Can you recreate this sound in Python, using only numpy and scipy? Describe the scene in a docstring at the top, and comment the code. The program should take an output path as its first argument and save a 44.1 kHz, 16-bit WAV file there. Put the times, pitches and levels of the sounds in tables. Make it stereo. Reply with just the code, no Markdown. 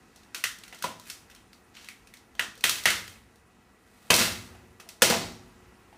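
"""A boot heel grinds, flips and twice stamps on a plastic phone on a tiled floor in a small bare room.
First come scattered cracks and scuffs, then a burst of hard cracks from 2.4 to 2.9 s, and the two heavy
stamps near 4.1 and 5.0 s. Cracks are short noise bursts with a ring, crunches are dense grains, and heel
blows set low tones ringing. Room tone, a faint whine and a flickering hiss run throughout.
A camcorder listens: it rounds loud peaks and cuts notches at multiples of its drum rate; the top is dull."""
import sys
import numpy as np
from scipy import signal
from scipy.fft import rfft, irfft, next_fast_len
from scipy.io import wavfile

SR = 44100
rng = np.random.default_rng(int(sys.argv[2]) if len(sys.argv) > 2 else 0)


def persist_wave(psi):
    """Save psi, clipped to +-1, as 16-bit WAV."""
    counts = np.round(np.clip(psi, -1, 1) * 32767).astype(np.int16)
    wavfile.write(sys.argv[1], SR, np.atleast_2d(counts).T)


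N = 263277  # length in samples

# Room tone spectrum, before the whole is set to its level: (pitch [Hz], relative level per Hz [dB])
AIR_SPECTRUM = [(28, -51.5), (40, -5), (50, 1), (64, -5), (92, -2.5), (120, -4.5), (160, -9), (250, 6),
                (330, -4), (600, -7.5), (780, -6.5), (2200, -12.5), (3300, -21), (9300, -27), (16000, -31)]
# How alike left and right are in the room tone: (pitch [Hz], likeness [-1 to 1])
AIR_LIKENESS = [(60, .75), (130, 0.87), (290, -.2), (640, -0.52), (1410, -0.013), (3100, -0.23),
                (6820, 0.6), (15000, -0.076)]
# Room tone level over time: (time [s], level [dB])
AIR_LEVEL = [(0.0, -56), (2.33, -56.5), (2.89, -55), (3.39, -58), (4.14, -58.5), (4.26, -46.5),
             (5.01, -60.5), (5.15, -52.5), (5.97, -55.5)]
# Steady tones of the drum whine: (pitch [Hz], average rms level [dB])
WHINE_TONES = [(450, -76), (750, -79), (1350, -80.5), (1950, -77), (2550, -81), (8400, -100.5), (8700, -89),
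               (9000, -93)]
# Room tail by pitch: (pitch [Hz], relative level [dB], time to fall 60 dB [s], left-right likeness [-1 to 1])
ROOM_TAIL = [(50, -11, 2.1, .4), (112, -17, 1.3, 0.62), (261, -13, 0.43, 0.93), (700, -15, 0.41, 0.58),
             (1900, -15, 0.37, 0.66), (5050, -11.5, 0.34, 0.69), (12800, -15.5, 0.32, 0.77)]
# Echoes from near surfaces: (delay [ms], level against the direct sound [dB])
ECHOES = [(2.2, -25), (4.1, -17.5), (13.0, -13.5), (16.5, -17.5)]
# Floor and furniture that ring on after a thud: (pitch [Hz], relative level [dB], time to fall 60 dB [s])
FLOOR_MODES = [(51.55, -55.5, 1.4), (84.6, -60.5, 1.6), (109.2, -58, 1.5), (159, -64, .5),
               (366, -63.5, 2.7), (378, -65.5, 0.64), (850, -67, 1.5)]
# Heel block and the slab under it: (pitch [Hz], relative level [dB], time to fall 60 dB [s])
HEEL_MODES = [(103.7, -8.5, 0.26), (220.6, -4, 0.14), (232, -6, 0.11), (524, 1.4, 0.067), (656, -7, 0.072),
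              (990, 2.5, 0.041), (1110, -8.5, 0.025)]
# Heel blows: (time [s], relative level [dB], favoured pitch [Hz], loss away from that pitch [dB per octave])
HEEL_BLOWS = [(0.843, -23.5, 910, 10), (0.903, -41, 955, 13), (2.395, -36, 975, 14), (2.642, -44, 800, 5),
              (2.857, -41.5, 600, -2), (2.951, -41.5, 100.5, 18), (3.16, -44, 142, 9.5),
              (4.104, -29, 716, -0.5), (4.142, -28.5, 750, 3), (4.204, -26.5, 101, 4.5),
              (5.022, -19, 530, 10), (5.102, -20, 330, 14), (5.123, -28.5, 252, -1), (5.15, -26, 540, 7.5),
              (5.165, -28.5, 199, 9)]
# Crunch and scuff under the sole: (peak time [s], peak level before the case [dB], swell [dB per s],
# fade [dB per s], dull part against the middle [dB], bright part against the middle [dB])
CRUNCHES = [(0.352, -49.5, 3000, 190, -11, -2.5), (0.62, -72.5, 5, 27, -4, -14),
            (0.85, -54, 200, 133, -5, -11), (1.09, -54, 223, 200, -23, -1.5), (1.36, -78, 25, 100, -9, -3),
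            (1.75, -59, 1500, 72.5, -10, -10), (1.785, -65, 299.5, 124, -12.5, -11.5),
            (1.9, -66.5, 210, 400, -11.5, 2), (2.408, -42.5, 894.5, 268.5, -3.5, -15.5),
            (2.648, -32.5, 1603, 119, -13.5, -2), (2.868, -32.5, 1095.5, 150, -12.5, -7),
            (3.1, -60.5, 103, 196, -6.5, -1), (4.07, -62.5, 64.5, 302, -1.7, -2),
            (4.112, -34, 2200, 286, 5, 4), (4.193, -27.5, 598.5, 124, -8, -5), (4.85, -73, 195, 16, 10, -5),
            (5.031, -31.5, 1800, 107, -9.5, -8.5), (5.101, -38, 397, 122, 3.5, -11.5),
            (5.97, -74, 220, 100, -13, -10)]
# Resonances of the case and the tile under it: (pitch [Hz], width [Hz], boost or cut of this filter [dB])
CASE_RESONANCES = [(500, 120, -4.5), (960, 150, -1), (1530, 250, 1.5), (2057, 180, 4), (2550, 180, 3.5),
                   (3555, 500, 1.5), (3910, 1200, 1), (5920, 700, 0.5), (8500, 3080, 6)]
# Cracks and knocks: (time [s], relative crack level [dB], heft against the crack [dB],
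# brightness against the crack [dB], ring pitch [Hz], time constant of the noise [ms])
CRACKS = [(0.1595, -59, 4, 10.5, 836, 4.8), (0.2328, -53, -10, -2, 4000, 3),
          (0.3455, -26.5, -26.5, -3.5, 1540, 4.6), (0.4389, -15, -22.5, -5, 1990, 4.1),
          (0.5856, -54.5, -20, 12, 3770, 3.3), (0.636, -34.5, -28, -6, 3760, 2.8),
          (0.679, -43.5, -19, 0, 1980, 3.8), (0.7258, -38.5, -8, -12.5, 2070, 11),
          (0.746, -47, -6, 6.5, 1380, 3), (0.7878, -54, -18, 8, 3140, 3.0),
          (0.824, -26.5, -23, 4, 1510, 1.45), (0.84, -25, -2, -7.5, 980, 8),
          (0.9974, -50, -18, 13, 1020, 1.4), (1.074, -57, -20, -3, 3320, 2.3),
          (1.099, -33, -17.5, 2.5, 3920, 4.4), (1.299, -49, -17, -3.5, 1580, 6),
          (1.3115, -51, -18.5, -5, 2030, 9.2), (1.3486, -48.5, -10.5, 3, 4400, 3.1),
          (1.3613, -45, -15, -9, 3140, 1.8), (1.5309, -44, -9, -2, 4670, 2),
          (1.7677, -41, -12.5, -10, 2790, 6.7), (1.845, -40, -23, -3, 3120, 2.2),
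          (1.874, -49, -18.5, -5, 4000, 2.2), (1.8865, -31, -30.5, -3.5, 2300, 1.8),
          (2.0718, -51.5, -16.5, 0.5, 2590, 3.8), (2.138, -42, -18, -2.5, 2200, 3.7),
          (2.1702, -58.5, -16, 10, 2010, 3.1), (2.3518, -45, -1, -1, 3200, 1.6),
          (2.394, -13, -18, -11.5, 1900, 3.4), (2.553, -56.5, -10, 11, 6000, 2.2),
          (2.5761, -55, -9.5, 8, 510, 4), (2.608, -45.5, -1.3, 6, 2500, 2.3),
          (2.6394, -5.5, -16, -5.5, 3230, 2.24), (2.6939, -16.5, -18.5, 1.2, 8800, 3.25),
          (2.7559, -29.5, -14.5, 1, 2690, 2.2), (2.7834, -31, -22.5, -7, 4870, 4.5),
          (2.8368, -38.5, -7.5, 9, 3090, 2.3), (2.8557, -2.5, -15.5, -11.5, 2150, 3.4),
          (2.9033, -17, -19.5, -5.5, 1660, 5.1), (3.078, -36, -17, -4.5, 3220, 3.2),
          (3.1574, -48, -12.5, -14, 2200, 3.0), (3.3572, -60, -1, 3.5, 460, 3.7),
          (4.1026, -6.5, -0.5, -12, 2900, 2.6), (4.1045, -6, -10.5, -4, 2550, 3.2),
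          (4.1113, -32.5, -8, -8, 1980, 1.1), (4.133, -16, -22, -8, 3460, 0.93),
          (4.1407, -13, -6, 5, 5970, 1.75), (4.1499, -16, -8, -1.5, 5750, 3.1),
          (4.1633, -22.5, -8.5, 8.5, 4400, 2.6), (4.5502, -53.5, 0, -7, 790, 6.5),
          (4.7985, -44.5, -9, -4, 1170, 11.6), (4.8889, -39.5, -18, 2, 7000, 4.2),
          (5.02, -3.5, -7, -4.5, 1474, 3.84), (5.0278, -9, -17.5, 3, 3600, 1.4),
          (5.0378, -24, -11, -13, 2480, 1), (5.0998, -16.5, -1, 0.7, 496, 2.5),
          (5.1075, -21, 0.5, -4.5, 1330, 6.3), (5.139, -21.5, -5.5, -17, 620, 3.5),
          (5.9274, -53, 2.5, -14, 837, 5.2)]
# Boom, thud, knock, crack, snap and edge bands: (low edge [Hz], high edge [Hz], gain [dB])
CRACK_COLOURS = [(65, 200, 24.5), (135, 330, 21), (399, 1080, 12.5), (1160, 3300, 3.5), (3340, 6260, 5),
                 (7500, 21000, -2.5)]

# a narrow hiss; flicker is the spread of its level
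HISS_HZ, HISS_WIDTH_HZ, HISS_DB, HISS_FLICKER_DB = 9400, 1300, -82, 6.5
HEEL_CHANCE_DB = 3  # random spread of each heel mode
GRAINS_PER_S, GRAIN_SPREAD_DB = 2200.0, 4  # grain rate before it wanders; scale of the uneven sizes
# boom and thud start from these offsets and grow with the heft (dB per dB)
BOOM_DB, BOOM_FOLLOWS, THUD_DB, THUD_FOLLOWS = -27, .6, -10, 1.3
EDGE_DB = 0  # glassy edge against the snap
RING_DB, RING_FOLLOWS = -2, -0.17  # offset from the crack; harder cracks ring less in proportion (dB per dB)
RING_CYCLES = 2.4  # the ring loses about 9 dB in this many cycles
RISE_MS = 0.44  # time constant of the contact build-up
OVERLOAD = 0.72  # ceiling of the rounded peaks
BASS_LEAN, BASS_LEAN_HZ = 0.2, 250  # share of bass added on the left and taken from the right
DRUM_LAG = 147  # samples, which is 300 Hz
NOTCH_MEMORY, NOTCH_TOP_HZ = 0.84, 6000  # more memory is narrower; notches weaken towards the treble
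TREBLE_SHELF_HZ, CUTOFF_HZ = 15700, 16800  # stop edges of the gentler and the stronger treble cut


def from_db(db):
    """Turn decibels into gain."""
    return 10 ** (np.asarray(db) / 20)


def rms_one(x):
    """Scale to an rms of 1."""
    return x / np.sqrt(np.mean(x ** 2) + 1e-20)


def band(x, low, high, order=2):
    """Keep the pitches between two edges with a Butterworth filter."""
    sections = signal.butter(order, [low, high], "band", fs=SR, output="sos")
    return signal.sosfilt(sections, x + 1e-18)


def at_hz(rows, hz, column=1):
    """Read a table at any pitch, in straight lines over log pitch."""
    table = np.array(rows)
    return np.interp(np.log(hz), np.log(table[:, 0]), table[:, column])


def drift(rate):
    """Random wandering with a spread of 1; a higher rate in Hz wanders faster."""
    knots_per_s = 40
    knots = rng.standard_normal(int(N / SR * knots_per_s) + 2)
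    memory = np.exp(-2 * np.pi * rate / knots_per_s)
    smooth = rms_one(signal.lfilter([1], [1, -memory], knots))
    return np.interp(np.arange(N) / SR * knots_per_s, np.arange(len(knots)), smooth)


def half_octaves():
    """Band edges half an octave apart, from the bass to the top."""
    edges = 32 * 2 ** np.arange(0, 9.6, .5)
    return list(zip(edges, np.minimum(edges[1:], .45 * SR)))


def stereo_pair(white, alike):
    """Mix a shared noise and an opposed noise, so left and right are as alike as asked."""
    alike = np.clip(alike, -.99, .99)
    shared = np.sqrt(1 + alike) * white[0]
    opposed = np.sqrt(1 - alike) * white[1] * np.array([[1], [-1]])
    return shared + opposed


def ring(clicks, hz, t60):
    """A resonance: each unit click starts a dying sine of height 1."""
    r, w = from_db(-60 / (t60 * SR)), 2 * np.pi * hz / SR
    return signal.lfilter([0, np.sin(w)], [1, -2 * r * np.cos(w), r * r], clicks + 1e-18)


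def narrow_hiss():
    """One treble band of flickering noise, unrelated in the two channels."""
    white = rng.standard_normal((2, N))
    hiss = band(white, HISS_HZ - HISS_WIDTH_HZ / 2, HISS_HZ + HISS_WIDTH_HZ / 2)
    return from_db(HISS_DB + HISS_FLICKER_DB * drift(8)) * rms_one(hiss)


def drum_whine(t):
    """Steady sines whose levels waver slightly."""
    total = 0
    for hz, db in WHINE_TONES:
        level = from_db(db + drift(3))
        # the root of 2 turns an rms level into a sine height
        total = total + level * np.sqrt(2) * np.sin(2 * np.pi * (hz * t + rng.random()))
    return total


def room_tone():
    """Soft flickering noise bands that follow the level table, plus the drum whine."""
    white, air = rng.standard_normal((2, 2, N)), 0
    for k, (low, high) in enumerate(half_octaves()):
        hz = np.sqrt(low * high)
        level = from_db(at_hz(AIR_SPECTRUM, hz) + 1.1 * drift(6))
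        # two noises take turns, so neighbouring bands are unrelated
        air = air + level * stereo_pair(band(white[k % 2], low, high), at_hz(AIR_LIKENESS, hz))
    t = np.arange(N) / SR
    times, levels = np.transpose(AIR_LEVEL)
    return from_db(np.interp(t, times, levels)) * rms_one(air) + drum_whine(t)


def room(direct, to_walls):
    """Direct sound with a few echoes, and a noise tail that builds up fast and dies band by band."""
    t = np.arange(SR) / SR
    white, tail = rng.standard_normal((2, 2, SR)), 0
    for k, (low, high) in enumerate(half_octaves()):
        hz = np.sqrt(low * high)
        fall_db = 60 * t / at_hz(ROOM_TAIL, hz, column=2)
        shape = from_db(at_hz(ROOM_TAIL, hz) - 19.5 - fall_db) * (1 - np.exp(-t / 0.0018))
        tail = tail + stereo_pair(band(white[k % 2], low, high), at_hz(ROOM_TAIL, hz, column=3)) * shape
    early = np.zeros((2, SR // 20))
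    early[:, 0] = 1  # the direct sound
    for k, (ms, db) in enumerate(ECHOES):
        for side in (0, 1):
            far = (k + side) % 2  # the far side hears the echo one sample later
            early[side, round(ms / 1000 * SR) + far] += from_db(db)
    near = signal.fftconvolve(direct[None], early, axes=1)[:, :N]
    return near + signal.fftconvolve(to_walls[None], tail, axes=1)[:, :N]


def floor_ring(thuds):
    """Resonances of floor and furniture, set ringing by the thuds."""
    return sum(from_db(db) * ring(thuds, hz, t60) for hz, db, t60 in FLOOR_MODES)


def heel():
    """Each blow strikes every mode of the heel, weighted around the pitch that its landing favours."""
    times, db, favoured_hz, loss = np.transpose(HEEL_BLOWS)
    chance = HEEL_CHANCE_DB * rng.standard_normal((len(HEEL_BLOWS), len(HEEL_MODES)))
    out = 0
    for (hz, mode_db, t60), luck in zip(HEEL_MODES, chance.T):
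        octaves_away = np.abs(np.log2(hz / favoured_hz))
        clicks = np.zeros(N)
        clicks[np.round(times * SR).astype(int)] = from_db(db + mode_db - loss * octaves_away + luck)
        out = out + band(ring(clicks, hz, t60), hz / 2, 2500)  # a blunt contact has no sharp edge
    return out


def crunch():
    """Dense uneven grains while the sole loads, drags or scatters pieces; each spell swells and fades."""
    sizes = from_db(GRAIN_SPREAD_DB * np.minimum(rng.exponential(1, N), 4))
    signed = sizes * rng.choice([-1, 1], N)
    grains = signed * (rng.random(N) < GRAINS_PER_S * from_db(2.5 * drift(12)) / SR)
    dull = rms_one(band(grains, 150, 1044, order=3))
    middle = rms_one(band(grains, 1200, 6370, order=3))
    bright = rms_one(band(grains, 4500, 21600, order=3))
    t, out = np.arange(N) / SR, 0
    for s, db, swell, fade, dull_db, bright_db in CRUNCHES:
        level = from_db(db - np.where(t < s, swell * (s - t), fade * (t - s)))
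        out = out + level * (middle + from_db(dull_db) * dull + from_db(bright_db) * bright)
    return out


def case_colour(x):
    """Peaking filters: the case and the tile under it colour the sound with short resonances."""
    for hz, width, db in CASE_RESONANCES:
        r = np.exp(-np.pi * width / SR)
        feedback = [1, -2 * r * np.cos(2 * np.pi * hz / SR), r * r]
        peak = signal.lfilter(np.array([1, 0, -1]) * (1 - r * r) / 2, feedback, x)
        x = x + (from_db(db) - 1) * peak
    return x


def split_colours(layers):
    """Filter each of the six layers into its own colour band."""
    return np.array([from_db(db) * band(layer, low, high, order=3)
                     for layer, (low, high, db) in zip(layers, CRACK_COLOURS)])


def cracks():
    """Contacts: dying noise in six colours and a short ring; the walls get clicks of like energy."""
    t, colour = np.arange(2000) / SR, np.arange(6)
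    noise = rng.standard_normal((len(CRACKS), 2, len(t)))
    bursts, clicks, rings = np.zeros((6, N + len(t))), np.zeros((6, N)), np.zeros(N + len(t))
    rise = 1 - np.exp(-t / (RISE_MS / 1000))
    for (s, db, heft, bright, ring_hz, ms), pair in zip(CRACKS, noise):
        i = round(s * SR)
        shape = rise * np.exp(-(t / (ms / 1000)) ** 0.99)  # almost a plain exponential decay
        boom, thud = BOOM_DB + BOOM_FOLLOWS * heft, THUD_DB + THUD_FOLLOWS * heft
        gains = from_db(db + np.array([boom, thud, heft, 0, bright, bright + EDGE_DB]))
        bursts[:, i:i + len(t)] += gains[:, None] * pair[colour % 2] * shape
        clicks[:, i] += gains * np.sqrt(np.sum(shape ** 2))
        ring_level = from_db(db + RING_DB + RING_FOLLOWS * db)
        ring_shape = rise * np.exp(-t * ring_hz / RING_CYCLES)
        rings[i:i + len(t)] += ring_level * ring_shape * np.sin(2 * np.pi * ring_hz * t)
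    return split_colours(bursts[:, :N]), split_colours(clicks), rings[:N]


def scene():
    """Contacts through the case and the room, over the floor ring, room tone and hiss."""
    bursts, clicks, rings = cracks()
    grains, knocks = crunch(), heel()
    direct = case_colour(bursts.sum(0) + grains + rings)
    to_walls = case_colour(clicks.sum(0) + grains + from_db(-1.5) * rings)
    heard = room(direct + knocks, to_walls + from_db(-8.0) * knocks) * from_db([[-.2], [.2]])
    # boom minus thud drives the floor, a little louder on the left
    floor = floor_ring(clicks[0] - clicks[1]) * from_db([[1.2], [-1.2]])
    return heard + floor + room_tone() + narrow_hiss()


def record(dry):
    """Round the peaks, lean the bass left, subtract what repeats at the drum rate and cut the top."""
    x = OVERLOAD * np.tanh(dry / OVERLOAD)
    bass = signal.lfilter(*signal.butter(1, BASS_LEAN_HZ, fs=SR), x)
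    x = x + BASS_LEAN * np.array([[1], [-1]]) * bass
    size = next_fast_len(N + SR)
    hz = np.fft.rfftfreq(size, 1 / SR)
    lag = np.exp(-2j * np.pi * hz * DRUM_LAG / SR)  # a delay of one drum period
    repeats = (1 - NOTCH_MEMORY) * lag / (1 - NOTCH_MEMORY * lag)  # running average over past periods
    repeats = repeats / (1 + (hz / NOTCH_TOP_HZ) ** 4)
    x = irfft(rfft(x, size) * (1 - repeats), size)[:, :N]
    x = signal.sosfilt(signal.cheby2(8, 22, TREBLE_SHELF_HZ, fs=SR, output="sos"), x)
    return signal.sosfilt(signal.cheby2(12, 60, CUTOFF_HZ, fs=SR, output="sos"), x)


dry = scene()
out = record(dry)
persist_wave(out)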